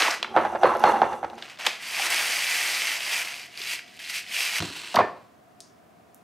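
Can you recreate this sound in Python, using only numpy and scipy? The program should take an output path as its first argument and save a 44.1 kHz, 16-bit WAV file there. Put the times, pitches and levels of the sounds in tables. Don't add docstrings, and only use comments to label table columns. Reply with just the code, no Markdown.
import sys
import numpy as np
from scipy import signal
from scipy.fft import rfft, irfft, next_fast_len
from scipy.io import wavfile
from scipy.ndimage import uniform_filter1d

SR = 44100
rng = np.random.default_rng(int(sys.argv[2]) if len(sys.argv) > 2 else 0)


def amp(db):
    return 10 ** (np.asarray(db, float) / 20)


def write(x):
    x = np.atleast_2d(x).T
    wavfile.write(sys.argv[1], SR, np.round(np.clip(x, -1, 1) * 32767).astype(np.int16))


N = 274743
TIME = np.arange(N) / SR
CHANGE_S = 4.599
FULL_DB = -27
PORT_LAG = .1

# pitch_hz, level_db
HUM_SPECTRUM = [(15, -45.5), (25, -27.5), (59, -18), (82, -8), (113, -5), (206, -2.5), (235, -2), (450, -7),
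                (501, -7.5), (543, -10.5), (712, 3.5), (837, -12), (1070, -9), (3800, -26), (15900, -35)]
# pitch_hz, correlation
NOISE_LIKENESS = [(60, 0.8), (240, 0.53), (950, 0.11), (3770, 0.52), (15000, 0.98)]
# pitch_hz, t60_s
KITCHEN_DECAY = [(150, .45), (700, .45), (2500, .42), (6000, .38), (10000, .27), (15000, .18)]
# start_s, peak_db, centre_hz, bright_edge_db
RING_TICKS = [
    (5.6036, -22.5, 6000, -15.5),
    (5.608, -27.5, 6140, -12),
    (6.145, -28.5, 10600, 3),
]

# time_s, level_db
RUSTLE = [
    (4.6, -35.5),
    (4.66, -39.5),
    (4.9, -41),
    (4.968, -44),
    (5.03, -57),
    (5.1, -64.5),
    (5.35, -77),
]
# pitch_hz, level_db
RUB_SPECTRUM = [(180, -63), (300, -0.5), (582, -17), (711, -20), (772, -20), (839, -9), (2770, -3),
                (7740, -9.5), (15800, -30)]
# pitch_hz, level_db
THUD_SPECTRUM = [(15, -69), (25, -45), (70, -14), (156, -6), (195, -9), (372, -12), (479, -29.5),
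                 (687, -15), (900, -22), (1700, -13), (2300, -60)]
# start_s, peak_db, pitch_hz, t60_s
HEEL_THUMPS = [(4.602, -25, 135, 0.043), (4.613, -25, 120, .04), (4.621, -29, 703, 0.048),
               (4.606, -36, 330, .04), (4.624, -29, 300, 0.04), (4.633, -27, 175, 0.051),
               (4.645, -33, 362, 0.045), (4.664, -42, 700, .03), (4.672, -36, 150, .04),
               (4.705, -40, 290, .04), (4.727, -44, 330, .04)]
# start_s, peak_db, centre_hz, bright_edge_db
SCUFFS = [(4.6022, -16, 3670, -28), (4.6224, -15, 3420, -23), (4.6525, -24, 4000, -20),
          (4.834, -32, 2800, -15), (4.9405, -25, 4400, -27), (4.7, -29, 3500, -8), (4.763, -26, 4140, -4),
          (4.778, -38, 3800, -9), (4.944, -18.5, 2770, -19), (4.9555, -15.5, 4800, -3),
          (4.959, -9.5, 2760, -23), (4.9875, -20, 2960, -25)]
# start_s, peak_db, pitch_hz, chatter_t60_s
JUG_BUMPS = [(4.943, -18, 840, 0.049), (4.948, -13.5, 700, 0.043), (4.963, -15, 760, .03),
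             (4.967, -7.5, 997, 0.037), (4.972, -9.5, 1157, 0.02), (4.9865, -6, 710, 0.043),
             (4.9905, -8.5, 1075, 0.04), (4.996, -13, 635, 0.035), (5.002, -9.5, 737, 0.038),
             (5.006, -11, 1033, 0.057), (5.013, -17, 790, 0.31), (5.038, -26, 900, .05),
             (5.047, -24, 606, 0.044)]
# pitch_hz, level_db
JUG_CONTACT = [(24, -75), (40, -13), (218, 5), (576, 5), (677, -27), (845, -27), (1120, -15), (1320, -1),
               (5000, -27), (6500, -79), (11000, -120)]
# pitch_hz, width_hz, level_db
JUG_BODY = [(235, 32, -5), (292, 100, -15), (390, 42, 4.5), (650, 120, 6), (517, 100, -3), (900, 98, -11),
            (1100, 38, 4.5), (1390, 90, -28), (2300, 220, -4)]
# start_s, level_db
JUG_CHIMES = [
    (5.016, -26),
]
# pitch_hz, level_db, t60_s
JUG_WALL = [(1785, 7, 0.13), (7100, -34, .25), (7671, -30, 0.16)]

# time_s, contact_db
ROCKING = [(0.2, -62), (0.256, -55), (0.35, -41.5), (0.41, -32.5), (0.53, -39.5), (0.59, -45),
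           (0.64, -25.5), (0.706, -26), (0.77, -36.5), (0.876, -19), (0.956, -29), (1.01, -31.5),
           (1.1, -34.5), (1.14, -33.5), (1.206, -46.5), (1.39, -53.5), (1.47, -71.5)]
# start_s, peak_db, pitch_hz, chatter_t60_s
LANDINGS = [(0.022, -14, 1150, 0.035), (0.081, -13.5, 955, 0.022), (0.246, -27.5, 940, 0.028),
            (0.276, -30, 940, 0.027), (0.363, -4, 750, 0.088), (0.369, -15.5, 950, .05),
            (0.377, -11.5, 900, 0.058), (0.384, -15.5, 624, 0.56), (0.398, -16.5, 590, 0.12),
            (0.437, -24, 1020, .04), (0.462, -18, 610, .04), (0.45, -11.5, 810, 0.033),
            (0.455, -18.5, 840, .03), (0.499, -27, 888, .04), (0.549, -15.5, 700, 0.04),
            (0.554, -18, 860, 0.033), (0.567, -26, 595, 0.027), (0.632, -3, 745, 0.07),
            (0.641, -11.5, 805, 0.034), (0.645, -7.5, 578, 0.05), (0.655, -9, 1030, 0.17),
            (0.667, -14.5, 610, 0.068), (0.692, -23, 1040, .06), (0.707, -17, 1100, 0.075),
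            (0.719, -20.5, 810, .05), (0.737, -19, 950, .06), (0.751, -13, 715, 0.029),
            (0.756, -15.5, 800, 0.026), (0.762, -18, 547, .04), (0.804, -26, 837, .04),
            (0.838, -0.5, 796, 0.036), (0.851, -9, 810, 0.16), (0.863, -16, 780, 0.083),
            (0.879, -13, 870, 0.18), (0.895, -14.5, 840, 0.065), (0.954, -16.5, 830, 0.05),
            (0.960, -17, 800, .03), (0.965, -18, 804, .03), (1.017, -3, 783, 0.02),
            (1.030, -8.5, 880, 0.042), (1.039, -18.5, 603, 0.056), (1.052, -16, 806, 0.055),
            (1.229, -17.5, 775, 0.11), (1.243, -18.5, 834, 0.031), (1.299, -34, 775, 0.1),
            (1.331, -29.5, 790, 0.046), (1.379, -32, 815, 0.2)]
# start_s, peak_db, pitch_hz,
# chatter_t60_s
ROLLS = [(0.340, -18, 780, 0.036), (0.350, -14, 807, .03), (0.522, -19.5, 740, .04), (0.533, -21, 786, .04),
         (0.614, -21, 780, 0.036), (0.623, -23, 810, .04), (0.818, -21, 830, .04), (0.935, -12.5, 830, .05),
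         (1.118, -20, 880, .06), (1.127, -24, 815, .08), (1.994, -21, 788, 0.043), (3.6, -37.5, 397, .04)]
# start_s, peak_db, pitch_hz, chatter_t60_s
RIM_BUMPS = [
    (1.668, -20, 890, 0.054),
]
# pitch_hz, level_db
JAR_CONTACT = [(35, -75.5), (60, -42), (279, -12.5), (584, 2), (653, -25), (771, -12), (1140, -5),
               (3720, -22.5), (4310, -25), (5000, -30), (6500, -65), (11000, -120)]
# pitch_hz, width_hz, level_db
JAR_BODY = [(84, 38, -23.5), (137, 21, -27), (227.7, 31, -12), (359.6, 37.2, -5.5), (380, 35, -12.5),
            (541, 150, -0.5), (688, 35, -13.5), (825, 160, -10), (924, 81, -4), (1120, 66, -6),
            (1285, 80, -8.5), (1660, 120, -15), (1980, 33, -36.5)]
# pitch_hz, width_hz, level_db
RIM_TONES = [(2000, 120, -1.5), (2800, 160, 1), (3410, 200, -14)]
# start_s, level_db
NECK_CHIMES = [
    (0.639, -27),
    (0.847, -22.5),
]
# pitch_hz, level_db, t60_s
NECK = [(4242, -7, 0.23), (4310, -20, 0.1), (3467, -18, 0.083)]
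# start_s, peak_db, centre_hz, bright_edge_db
CLACKS = [(0.3632, -19.5, 2300, -23), (0.45, -31, 2520, -22), (0.533, -45, 6500, -8),
          (0.5493, -36, 2790, -22), (0.626, -40, 8000, 0), (0.6331, -18, 3200, -30), (0.7493, -36, 5900, 0),
          (0.768, -34, 6000, -1), (0.7937, -34, 5930, -4), (0.797, -30, 6000, 2), (0.806, -37, 6000, -4),
          (0.814, -37, 6000, -8), (0.834, -40, 6000, 0), (0.8381, -13.5, 3270, -20),
          (0.872, -26, 2800, -25), (0.911, -36, 6000, -4), (0.917, -39, 6000, -3), (0.941, -43, 6000, 0),
          (1.0162, -23.5, 2800, -28), (1.052, -33, 2200, -25), (1.13, -35, 3000, -20)]

# full_from_s, full_until_s, first_flow_db, last_flow_db, swell_db_per_s
SURGES = [(0.0, 0.15, -24, -33.5, 200), (1.386, 1.384, -43, -45, 3000), (1.423, 1.46, -48, -45.5, 204),
          (1.502, 1.564, -45, -53.5, 200), (1.595, 1.65, -37, -40, 1500), (1.664, 1.775, -30.5, -43.5, 308),
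          (1.841, 2.07, -37, -25.5, 160), (2.12, 2.494, -26, -28.5, 191), (2.5, 2.91, -26, -29, 202),
          (2.92, 2.98, -28.5, -32.5, 200), (3.01, 3.18, -33.5, -27.5, 48), (3.131, 3.23, -27, -30.5, 209),
          (3.251, 3.466, -33.5, -44, 200), (3.55, 3.566, -47, -42, 197), (3.584, 3.663, -37.5, -35.5, 1999),
          (3.697, 3.74, -31.5, -29, 104), (3.85, 3.98, -55, -50, 200), (3.994, 4.066, -41.5, -40, 1998),
          (4.095, 4.1, -35, -29.5, 223), (4.158, 4.2, -29, -34.5, 195.5), (4.22, 4.1, -42, -45, 200),
          (4.344, 4.41, -30, -26.5, 198), (4.396, 4.5, -27, -30.5, 196), (4.469, 4.56, -33, -29, 203.5),
          (4.533, 4.66, -29.5, -26.5, 200)]
# time_s, heap_thud_rel_flow_db
DROP = [
    (0.0, 2),
    (1.7, -4),
    (1.85, -11.5),
    (2.1, -5.5),
    (2.4, -12),
    (3.3, -9.5),
    (3.6, -16),
    (4.2, -20),
    (4.4, -14),
    (4.66, -10),
]
# pitch_hz, level_db
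PEA_SPECTRUM = [(120, -55), (200, -21.5), (527, -13), (656, -7), (1340, -6), (2320, -1), (3660, -5.5),
                (4900, -6.5), (11400, -16.5), (15800, -3)]
# pitch_hz, width_hz, level_db
PEA_TONES = [(2005, 530, -6), (1967, 250, -4), (2505, 630, 3.5), (2790, 550, -2.5), (3200, 250, -5.5),
             (4050, 240, -6), (4730, 340, -2.5), (5230, 490, -11), (6230, 740, -9)]
# time_s, pitch_hz
MOUTH = [(0.0, 2310), (0.11, 2100), (0.26, 2400), (0.32, 1823), (1.4, 2010), (1.47, 2660), (1.63, 2300),
         (2.82, 2240), (2.95, 2110), (2.98, 2360), (3.75, 2570), (3.82, 2250), (3.91, 2500), (4.0, 1980),
         (4.06, 2560), (4.6, 2300)]
# start_s, peak_db, centre_hz, bright_edge_db
FILM_SNAPS = [(0.0199, -6, 2880, -34), (0.030, -11.5, 3500, -30), (0.105, -13.5, 3200, -20),
              (0.109, -12, 5030, -17), (0.2274, -7.5, 2500, -27), (0.2444, -15, 1490, -32),
              (1.245, -32.5, 3200, -20), (1.3795, -32.5, 2190, -21), (1.388, -33, 1900, -25),
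              (1.299, -31.5, 2560, -21.5), (1.3533, -39.5, 4980, -20), (1.4232, -19.5, 2120, -37.5),
              (1.5728, -35, 2670, -24), (1.5874, -27, 3470, -20), (1.5993, -22.5, 2300, -16),
              (1.621, -27.5, 2900, -42), (1.6503, -18, 2190, -27), (1.6644, -3, 2800, -11),
              (1.6684, -5.5, 2560, -20), (2.102, -11.5, 2340, 0), (2.144, -12.5, 2420, -10),
              (1.996, -17, 2520, -20), (2.952, -19, 2030, -20), (3.005, -20, 2380, -22),
              (3.12, -18.5, 2420, -18), (3.395, -31, 2250, -20), (3.43, -28, 2880, -20)]
# start_s, peak_db, centre_hz, bright_edge_db
STRAYS = [(3.462, -32, 2700, -25), (3.540, -32.5, 2300, -25), (3.5735, -19.5, 4000, -12),
          (3.575, -31, 2500, -25), (3.603, -27, 4000, -20), (3.6155, -21, 3800, -22),
          (3.636, -24, 4400, -15), (3.6713, -22, 2650, -18), (3.7904, -24, 2020, -21),
          (3.878, -39, 2730, -10), (3.94, -40, 2500, -6), (3.9669, -37, 3000, 2), (3.991, -27, 4000, -18),
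          (4.0012, -29, 2110, -24), (4.0467, -29, 2760, -18), (4.4744, -19, 2460, -25),
          (4.475, -23, 4913, -20), (4.442, -27, 4900, -25), (4.24, -30, 2600, -25)]


def evened(x):
    return x / np.sqrt(np.mean(x ** 2) + 1e-20)


def read(points, hz):
    f, value = np.transpose(points)
    return np.interp(np.log(hz + 1), np.log(f + 1), value)


def curves(rows):
    s, db = np.transpose(rows)
    return np.interp(TIME, s, db, -150, -150)


def colour(x, points):
    hz = abs(np.fft.fftfreq(8192, 1 / SR))
    log_gain = np.log(amp(np.maximum(read(points, hz), -90)))
    taps = np.fft.ifft(np.exp(np.conj(signal.hilbert(log_gain)))).real[:3000]
    return signal.oaconvolve(x, taps)[:len(x)]


def band(x, lo_hz, hi_hz):
    sos = signal.butter(3, [lo_hz, hi_hz], "band", fs=SR, output="sos")
    return evened(signal.sosfilt(sos, x + 1e-18))


def high_pass(x, order, hz):
    return signal.sosfilt(signal.butter(order, hz, "high", fs=SR, output="sos"), x)


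def ring(x, modes):
    out = np.zeros(len(x))
    for hz, width, db in modes:
        r = np.exp(-np.pi * width / SR)
        poles = [1, -2 * r * np.cos(2 * np.pi * hz / SR), r * r]
        out += amp(db) * evened(signal.lfilter([1, 0, -1], poles, x))
    return out


def glide(x, hz, width):
    turn = np.exp(2j * np.pi * np.cumsum(hz) / SR)
    r = np.exp(-np.pi * width / SR)
    return evened((turn * signal.lfilter([1 - r], [1, -r], x / turn)).real)


def clicks(per_s, spread_db):
    chance, sign, size = rng.random(N), rng.standard_normal(N), rng.exponential(1, N)
    odds = per_s / SR
    return evened((chance < odds) * sign * amp(spread_db * np.minimum(size, 4)) / np.sqrt(odds))


def wander(depth_db, per_s):
    steps = rng.standard_normal(400)
    return amp(depth_db * np.interp(TIME * per_s, np.arange(len(steps)), steps))


def add(mix, s, sound):
    part = mix[round(s * SR):][:len(sound)]
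    part += sound[:len(part)]


def hum():
    size = next_fast_len(N)
    left, other = (evened(colour(v, HUM_SPECTRUM)) for v in rng.standard_normal((2, size)))
    same = read(NOISE_LIKENESS, np.fft.rfftfreq(size, 1 / SR))
    right = irfft(same * rfft(left) + np.sqrt(1 - same ** 2) * rfft(other), size)
    return amp(-55.5) * np.array([left, right])[:, :N]


def kitchen(x, wet_db, apart=.3):
    taps = np.zeros((2, SR // 2))
    starts = np.arange(160, SR // 2 - 20, 20)
    at = starts + rng.integers(0, 20, (2, len(starts)))
    np.put_along_axis(taps, at, rng.choice([-1., 1.], at.shape), 1)
    hz, t, z = signal.stft(taps, SR, nperseg=256)
    decay = amp(-60 * t / read(KITCHEN_DECAY, hz)[:, None])
    mid, side = signal.istft(z * decay, SR, nperseg=256)[1]
    tail = np.array([mid + apart * side, mid - apart * side]) / np.linalg.norm(mid)
    return amp(wet_db) * signal.oaconvolve(x[None], tail, axes=1)[:, :N]


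def placed(x, pan_db, lag):
    slope = lag * np.gradient(x)
    return np.array([x + slope, x - slope]) * amp(np.array([[pan_db / 2], [-pan_db / 2]]))


def ticks(rows, low_db, t60, fray=0.66, spread=1.66, edge_hz=12500):
    out, t = np.zeros(N), np.arange(1500) / SR
    for (s, db, hz, top_db), noise in zip(rows, rng.standard_normal((len(rows), 1500))):
        snap = (t == 0) + fray * noise * amp(-60 * t / t60)
        crack = band(snap, hz / spread, hz * spread)
        crack += amp(low_db) * band(snap, 523, 1800)
        crack += amp(top_db) * band(snap, 6900, edge_hz)
        add(out, s + 0.000997, amp(db - 2.5) * crack / abs(crack).max())
    return out


def chimes(starts, modes):
    out, t = np.zeros(N), np.arange(SR // 2) / SR
    for s, db in starts:
        tones = np.zeros(len(t))
        for hz, rel_db, t60 in modes:
            tones += amp(db + rel_db - 60 * t / t60) * np.sin(2 * np.pi * hz * t)
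        add(out, s, tones * (1 - np.exp(-t / 0.015)))
    return out


def knocks(rows, short, body, contacts_per_s, crack_db, chatter_db, rise_s=0.0018, grain=0.29):
    blows, shake, t = np.zeros(N), np.zeros(N), np.arange(SR // 4) / SR
    cracks = rng.standard_normal((len(rows), 400))
    for (s, db, hz, t60), crack in zip(rows, cracks):
        rise = 1 - np.exp(-(t / rise_s) ** 2)
        overtone = 0.98 * amp(-60 * t / 0.0099) * np.sin(2 * np.pi * 1.884 * hz * t)
        decay = amp(db + 9.5 - 60 * t / (0.0095 + 3.5 * rise_s))
        add(blows, s, decay * rise * (np.sin(2 * np.pi * hz * t) + overtone))

        snap = (t[:400] == 0) + 0.12 * crack * amp(-60 * t[:400] / 0.013)
        add(blows, s + .0008, amp(db + crack_db - 12.5) * band(snap, 1050, 4000))

        chatter_s = np.clip(t60, .03, .5)
        start_db = db + chatter_db - 3.5 * np.log2(chatter_s / 0.11)
        add(shake, s, amp(start_db - 60 * t / chatter_s) * (1 - np.exp(-(t / 0.0063) ** 2)))
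    busy = slice(int(rows[0][0] * SR), int(rows[-1][0] * SR) + len(t))
    contacts = clicks(contacts_per_s, 0.88)[busy]
    modes = band(ring(contacts, body), 70, 2140)
    shake[busy] *= evened(modes + grain * evened(colour(contacts, short)))
    return high_pass(blows + 1e-18, 2, 110) + shake


def tin_ring():
    return ticks(RING_TICKS, low_db=-47.5, t60=0.011, fray=0.042, edge_hz=17300)


def thumps():
    out, t = np.zeros(N), np.arange(SR // 8) / SR
    for s, db, hz, t60 in HEEL_THUMPS:
        rise = 1 - np.exp(-t / 0.0019)
        add(out, s, amp(db + 4 - 60 * t / t60) * rise * np.sin(2 * np.pi * hz * t))
    return out


def label_rustle():
    rub = amp(curves(RUSTLE))
    grains = clicks(5000, 0.56)
    label = evened(colour(grains, RUB_SPECTRUM))
    for fold in [(2750, 550, -8.5), (4080, 500, -9.0), (7560, 1100, -13)]:  # Hz, width Hz, dB
        label = label + wander(3.0, per_s=27) * ring(grains, [fold])
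    rustle = rub * band(label, 305, 5000) + rub * amp(-11) * band(label, 6900, 20000)
    fidget = amp(evened(uniform_filter1d(grains, size=900)))
    return fidget * rustle


def counter_thud():
    fall_db = -40.5 - 200 * np.maximum(TIME - CHANGE_S - 0.03, 0)
    noise = evened(colour(rng.standard_normal(N), THUD_SPECTRUM))
    return wander(3.8, per_s=55) * amp(fall_db) * noise


def jug():
    landed = knocks(JUG_BUMPS, JUG_CONTACT, JUG_BODY, 4000, crack_db=-21.5, chatter_db=-9)
    scuffs = ticks(SCUFFS, low_db=-1.5, t60=0.017)
    return label_rustle() + counter_thud() + thumps() + chimes(JUG_CHIMES, JUG_WALL) + landed + scuffs


def jar_grind(press_db, shaken_db):
    grit = amp(-43 + press_db - FULL_DB)
    jostle = amp(-53 + 0.61 * (shaken_db - FULL_DB))
    s, _, hz, _ = np.transpose(LANDINGS)
    bumps = clicks(3000, 1.36)
    moving = glide(bumps, np.interp(TIME, s, hz), 96)
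    grind = band(.7 * evened(ring(bumps, JAR_BODY)) + moving, 382, 1400)
    boom = amp(-40.5 + 0.43 * (shaken_db - FULL_DB)) * band(ring(bumps, JAR_BODY[:4]), 59, 416)

    scrape = clicks(6000, 3.3)
    rasp = 0.77 * band(colour(scrape, JAR_CONTACT), 1602, 3470) + amp(-4.5) * ring(scrape, RIM_TONES)

    walls = np.zeros(N)
    for wall in [(4300, 1500, -8), (6000, 360, -1.5), (7800, 2000, -5.5), (10600, 1810, -7)]:
        walls += wander(2.13, per_s=30) * ring(clicks(2400, 3.0), [wall])
    return amp(press_db) * grind + grit * rasp + jostle * band(walls, 3200, 13700) + boom


def jar():
    press_db = curves(ROCKING)
    power = uniform_filter1d(amp(2 * press_db), size=int(0.046 * SR))
    shaken_db = 10 * np.log10(abs(power) + 1e-15)
    landed = knocks(LANDINGS, JAR_CONTACT, JAR_BODY, 4000, crack_db=-25, chatter_db=-9)
    rolled = knocks(ROLLS, JAR_CONTACT, JAR_BODY, 4000, crack_db=-39, chatter_db=-11,
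                    rise_s=0.0054, grain=0.2)
    rim = knocks(RIM_BUMPS, JAR_CONTACT, JAR_BODY, 1700, crack_db=8.5, chatter_db=-7.0)
    return jar_grind(press_db, shaken_db) + chimes(NECK_CHIMES, NECK) + landed + rolled + rim


def flow_db():
    surges = []
    for a, b, first, last, swell in SURGES:
        level = np.interp(TIME, [a, max(b, a)], [first, last])
        level -= swell * np.maximum(a - TIME, 0)
        level -= 240 * np.maximum(TIME - b, 0)
        level -= 2.5 * np.clip((TIME - b) / 0.004, 0, 1)
        surges.append(level)
    return np.max(surges, axis=0)


def peas():
    db = flow_db()
    flow = amp(db)
    film_slope = 1.21
    over_db = film_slope * (db - FULL_DB)
    thud = amp(db + np.interp(TIME, *np.transpose(DROP)))
    fizz = amp(-36.5 + over_db - 3.5 * (TIME < 1.8))
    rattle = amp(db - 16.5 + over_db / 2)

    per_s, spread_db = 8000 * np.clip(flow / amp(-30.5), .4, 1), 1.6
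    heap, blunt, film = (colour(clicks(many * per_s, spread_db), PEA_SPECTRUM) for many in (1, 1.3, 2.5))
    hits = clicks(1.4 * per_s, spread_db)
    which = rng.integers(0, len(PEA_TONES), N)
    tones = np.zeros(N)
    for k, tone in enumerate(PEA_TONES):
        tones += wander(2.5, per_s=16) * ring(hits * (which == k), [tone])
    mouth = glide(hits, np.interp(TIME, *np.transpose(MOUTH)), 700)
    body = band(tones, 1810, 7000) + 0.7 * band(blunt, 1500, 8800) + amp(-4) * band(mouth, 1540, 3700)

    clumps = amp(0.41 * evened(uniform_filter1d(rng.standard_normal(N), size=500)))
    out = flow * clumps * evened(body) + thud * band(heap, 249.6, 1790)
    return out + fizz * band(film, 7500, 12280) + rattle * band(blunt, 4200, 6870)


def scene():
    rock, pour = jar(), peas()
    tick = ticks(FILM_SNAPS, low_db=-7.0, t60=0.021, fray=0.14)
    tick += ticks(STRAYS, low_db=-17, t60=0.014, spread=1.28)
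    clack = ticks(CLACKS, low_db=-20, t60=0.012, fray=0.47, spread=1.4)
    first = placed(rock, -2.09, lag=.07) + kitchen(rock, -12.5, apart=0.36)
    first += placed(pour + tick, -0.342, lag=PORT_LAG) + kitchen(pour + 1.07 * tick, -12, apart=0.13)
    first += placed(clack, -0.6, lag=PORT_LAG) + kitchen(clack, -15, apart=0.2)

    later = TIME > CHANGE_S
    handled, tin = jug() * later, tin_ring()
    far_tin = np.std(tin) * band(tin, 4250, 7500)
    second = placed(handled, -1.0, lag=PORT_LAG) + placed(tin, 2.6, lag=0.06)
    second += kitchen(handled + 0.75 * far_tin + 2.0 * tin, -12.0, apart=0.2)

    fade = np.clip(abs(TIME - CHANGE_S) / 0.0043, 0, 1)
    return (np.where(later, second, first) + hum()) * fade


def top_cut(x):
    return signal.sosfilt(signal.butter(12, 16670, fs=SR, output="sos"), x)


def record(dry):
    cut = high_pass(dry, 4, 58)
    low_pass = signal.firwin(511, 15780, window=("kaiser", 5), fs=SR)
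    cut = signal.oaconvolve(cut, low_pass[None], "same")
    held = cut / (1 + abs(cut / .9) ** 4) ** .25
    return top_cut(high_pass(held, 2, 45))


dry = scene()
out = record(dry)
write(out)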